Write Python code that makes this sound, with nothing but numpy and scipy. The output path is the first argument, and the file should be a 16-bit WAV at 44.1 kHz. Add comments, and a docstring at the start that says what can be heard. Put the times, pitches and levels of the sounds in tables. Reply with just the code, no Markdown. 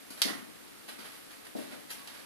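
"""A narrow rock tunnel, where someone walks slowly over loose stones.
Heels and soles thud as soft impacts on the ground; one stone clacks and rings under the first boot.
Grit crunches and scuffs between the steps, each burst the sum of many tiny random slips.
The close walls scatter every sound and leave a short, boomy reverberation over a faint hollow rush."""
import sys
import numpy as np
from scipy import signal
from scipy.fft import rfft, irfft
from scipy.io import wavfile

SR = 44100
rng = np.random.default_rng(int(sys.argv[2]) if len(sys.argv) > 2 else 0)


def generate_wav(signal):
    """Clip the signal to [-1, 1] and save it as 16-bit WAV at the path in sys.argv[1]."""
    frames = np.transpose(np.atleast_2d(signal))
    scaled = np.clip(frames, -1, 1) * 32767
    pcm = np.round(scaled).astype(np.int16)
    wavfile.write(sys.argv[1], SR, pcm)


N = 99225
TIME = np.arange(N) / SR

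# Spectrum of the hollow rush: frequency_hz, gain_db
RUSH_SPECTRUM = [(25, -91), (60, -66.5), (120, -48.5), (200, -44.5), (275, -39), (420, -43.5), (800, -45),
                 (1250, -47), (2500, -48.5), (6000, -55.5), (14000, -53.5)]
# Boot scuffs: start_s, level_db, attack_s, t60_s, tilt_db_per_octave
BOOT_SCUFFS = [(0.102, -38, 0.0018, 0.2, 2.5), (0.164, -41, 0.013, 0.53, 1),
               (0.615, -54.5, 0.025, 0.19, -3), (0.879, -36, 0.0024, 0.24, 0),
               (0.982, -42, 0.0067, 0.7, -1), (1.030, -43, 0.025, 0.25, 0), (1.112, -46, 0.0057, 0.6, 2),
               (1.295, -43.5, 0.015, 0.23, 0), (1.447, -40.5, 0.0041, 0.054, 0.5),
               (1.465, -37.5, 0.0031, 0.027, 1), (1.558, -40.5, 0.0045, 0.38, 1.5),
               (1.599, -44.5, 0.008, 0.75, -.5), (1.695, -41.5, 0.031, 0.18, -2),
               (1.891, -33, 0.018, 0.14, 2.1), (1.969, -46.5, 0.015, 1, -1),
               (2.076, -44.5, 0.0033, 0.53, -0.7), (2.136, -45, 0.009, 0.24, -0.5),
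               (2.175, -44, 0.017, 0.13, -0.5)]
# Spectrum of slipping grit: frequency_hz, gain_db
GRIT_SPECTRUM = [(80, -48), (250, -14.5), (650, -1.5), (1000, -2), (1700, 1), (2600, -1), (4200, -4),
                 (6500, -7), (10000, -8), (15000, -3.5)]
# Heel and sole landings, duller for a softer contact: start_s, level_db, corner_hz
LANDINGS = [(0.104, -8, 354), (0.2516, 6, 437), (0.3040, 5, 218), (0.883, -12, 696), (0.988, -9.5, 352),
            (1.5516, 2.5, 790), (1.586, -2.5, 500), (1.725, -9, 900)]
# Response of the ground to a push: frequency_hz, gain_db
GROUND_SPECTRUM = [(40, -38), (100, -28.5), (140, -16.5), (190, -4), (270, 0.5), (440, -5), (620, 2),
                   (1000, -8.5), (3000, -45)]
# Collisions of stone on stone: start_s, level_db
STONE_IMPACTS = [(0.2186, 14.5), (0.2278, -5), (0.287, -10.5), (2.0745, -10)]
# Spectrum of a collision: frequency_hz, gain_db
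CRACK_SPECTRUM = [(60, -46), (300, -27.5), (650, -14), (1200, -14.5), (2100, -5.5), (2500, -9.5),
                  (3150, -3.5), (4600, -1.3), (6200, -4.5), (8000, -11.5), (11000, -11), (15000, -6)]
# Normal modes of the struck stone: pitch_hz, level_db, t60_s
RINGING_MODES = [(3158, -45.5, 0.055), (3525, -47.5, 0.054), (4400, -62, 0.083)]
# Spectrum of a stone grinding into grit: frequency_hz, gain_db
GRIND_SPECTRUM = [(80, -23), (200, -27), (700, -1.5), (1300, 1), (2000, 0.5), (4000, -16.5), (10000, -31)]
# Reverberation time of the tunnel: frequency_hz, t60_s
REVERB_TIMES = [(150, 1), (270, 0.72), (600, 0.48), (1500, 0.56), (4000, 0.28), (11000, 0.5)]
# Left-right likeness of the diffuse field: frequency_hz, correlation
FIELD_CORRELATION = [(50, -0.33), (130, -0.67), (280, -0.83), (640, -.55), (1400, 0.061), (3000, -0.1)]
# Frequency response of each microphone: frequency_hz, gain_db
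LEFT_RESPONSE = [(80, 4), (260, 6), (550, 1.5), (1000, -3), (1230, 1), (1600, -6), (3000, -4.5), (4600, -7),
                 (6000, -12.5), (8000, -2.5), (10500, 5.5), (14000, -10.5)]
RIGHT_RESPONSE = [(300, 0), (900, -2), (1900, 2.5), (2600, -0.5), (4600, 2.5), (6500, -4), (8000, -7),
                  (10500, -12.5), (14000, -18)]

GRAINS_PER_S, GRAIN_SPREAD_DB = 5000, 4
WALL_DELAY_S, RIGHT_LAG_S = 0.0011, 0.00027
RESPONSE_N = SR  # one second of impulse response


def from_db(db):
    """Amplitude ratio of a level in decibels."""
    return 10 ** (np.asarray(db) / 20)


def at_hz(points, hz):
    """Interpolation of a table on a log-frequency axis."""
    frequencies, values = np.transpose(points)
    return np.interp(np.log(np.maximum(hz, 1)), np.log(frequencies), values)


def colour(x, spectrum, size=4096):
    """Minimum-phase filtering: folding the cepstrum gives a causal response with this spectrum."""
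    hz = np.arange(size // 2 + 1) * SR / size
    cepstrum = irfft(np.log(from_db(at_hz(spectrum, hz))))
    cepstrum[1:size // 2] *= 2
    cepstrum[size // 2 + 1:] = 0
    response = irfft(np.exp(rfft(cepstrum)))
    return signal.fftconvolve(np.atleast_2d(x), response[None], axes=1)[:, :N]


def diffuse_noise(size):
    """Diffuse field: white noise from all sides, its bass largely opposed in the two channels."""
    correlation = at_hz(FIELD_CORRELATION, np.arange(size // 2 + 1) * SR / size)
    mid, side = rfft(rng.standard_normal((2, size)))
    mid *= np.sqrt((1 + correlation) / 2)
    side *= np.sqrt((1 - correlation) / 2)
    return irfft([mid + side, mid - side], size)


def hollow_rush():
    """Steady diffuse noise, heard as hollow because its spectrum peaks in the low range."""
    return colour(diffuse_noise(N), RUSH_SPECTRUM)


def wall_decay(t60):
    """Absorption: an exponential decay of unit energy, starting at the first reflection."""
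    age = TIME[:RESPONSE_N]
    envelope = 1000. ** (-age / t60) * (age > WALL_DELAY_S)
    return envelope / np.sqrt(np.sum(envelope ** 2))


def tunnel(x, tail_db, scatter_db=-1, scatter_t60=0.056, left_bias_db=0, right_polarity=1):
    """Reverberation: direct sound, dense scatter off near rock, and a tail dying octave by octave."""
    hz = np.arange(RESPONSE_N // 2 + 1) * SR / RESPONSE_N
    field = rfft(diffuse_noise(RESPONSE_N))
    octaves_hz = np.geomspace(150, 9600, 7)
    tail = 0
    for centre_hz, weights in zip(octaves_hz, np.eye(len(octaves_hz))):
        band = irfft(field * at_hz(np.c_[octaves_hz, weights], hz))
        tail += band * wall_decay(at_hz(REVERB_TIMES, centre_hz))
    scatter = diffuse_noise(RESPONSE_N) * wall_decay(scatter_t60)
    response = from_db(tail_db) * tail + from_db(scatter_db) * scatter
    response[0, 0] += 1  # the direct sound reaches the left channel first
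    response[1, int(RIGHT_LAG_S * SR)] += right_polarity * from_db(-left_bias_db)
    return signal.fftconvolve(x, response, axes=1)[:, :N]


def grains():
    """Shot noise of unit rms: grit slips at random moments, a few slips far larger than the rest."""
    sizes = from_db(GRAIN_SPREAD_DB * np.minimum(rng.exponential(1, N), 4))
    signs = rng.choice([-1, 1], N)
    slips = sizes * signs * (rng.random(N) < GRAINS_PER_S / SR)
    return slips / slips.std()


def foot_pressure(start_s, level_db, attack_s, t60_s):
    """Envelope of a foot movement: linear loading, then exponential release."""
    age = TIME - start_s
    rise = np.clip(age / attack_s, 0, 1)
    release = 1000. ** (-np.maximum(age - attack_s, 0) / t60_s)
    return from_db(level_db) * rise * release


def scuff(start_s, level_db, attack_s, t60_s, tilt_db_per_octave, pivot_hz=3700):
    """Granular friction: a burst of slips, brighter or duller with the way the boot meets the grit."""
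    slips = grains() * foot_pressure(start_s, level_db, attack_s, t60_s)
    hz = np.array([400, 13000])
    return colour(slips, np.c_[hz, tilt_db_per_octave * np.log2(hz / pivot_hz)])


def grit(spot_count=4):
    """Reflections depend on position: scuffs fall in turn on several spots, each with its own set."""
    spots = [sum(scuff(*row) for row in BOOT_SCUFFS[k::spot_count]) for k in range(spot_count)]
    scuffs = sum(tunnel(spot, tail_db=2.5) for spot in spots)
    shuffle = from_db(-51) * diffuse_noise(N)  # grit and clothing never quite rest
    return colour(from_db(-1) * scuffs + shuffle, GRIT_SPECTRUM)


def impulse(start_s, level_db):
    """Ideal impact: all the force in one instant."""
    return from_db(level_db) * (np.arange(N) == int(start_s * SR))


def footfalls():
    """Soft contact low-passes an impact; landings on two alternate spots set the tunnel booming."""
    pushes = [signal.sosfilt(signal.butter(2, corner_hz, fs=SR, output="sos"), impulse(start_s, level_db))
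              for start_s, level_db, corner_hz in LANDINGS]
    thuds = [colour(sum(spot), GROUND_SPECTRUM) for spot in (pushes[::2], pushes[1::2])]
    return sum(tunnel(thud, tail_db=8, scatter_db=2.5, scatter_t60=0.057,
                      left_bias_db=1.5, right_polarity=-1) for thud in thuds)


def stone_mode(contacts, pitch_hz, level_db, t60_s):
    """Damped resonance: each impulse excites an exponentially decaying sinusoid."""
    radius, angle = from_db(-60 / (t60_s * SR)), 2 * np.pi * pitch_hz / SR
    feedback = [1, -2 * radius * np.cos(angle), radius ** 2]
    return from_db(level_db) * signal.lfilter([.5, 0, -.5], feedback, contacts + 1e-18)


def stone_clacks():
    """Hard contact is brief, so it radiates a broadband crack and excites the stone's modes."""
    contacts = sum(impulse(*row) for row in STONE_IMPACTS)
    crack = colour(contacts, CRACK_SPECTRUM)
    ringing = sum(stone_mode(contacts, *mode) for mode in RINGING_MODES)
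    return tunnel(crack + ringing, tail_db=0.5, left_bias_db=1.5)


def grinding():
    """Friction under load: the first step's weight crunches the loose stone into the grit."""
    load = foot_pressure(start_s=0.268, level_db=-29, attack_s=0.013, t60_s=0.38)
    crunch = colour(grains() * load, GRIND_SPECTRUM)
    return tunnel(crunch, tail_db=-3, scatter_db=-1.5)


def scene():
    """Superposition: the walker's sounds add to the rush of the tunnel."""
    return stone_clacks() + grinding() + footfalls() + grit() + hollow_rush()


def record(dry, hiss_db=-56, cutoff_hz=14650):
    """Transduction: two unlike microphones colour the sound and add hiss, ahead of a steep low-pass."""
    pickup = np.vstack([colour(dry[0], LEFT_RESPONSE), colour(dry[1], RIGHT_RESPONSE)])
    hiss = from_db(hiss_db) * rng.standard_normal((2, N))
    lowpass = signal.ellip(12, .2, 80, cutoff_hz, fs=SR, output="sos")
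    return signal.sosfilt(lowpass, np.clip(pickup + hiss, -1, 1))


dry = scene()
out = record(dry)
generate_wav(out)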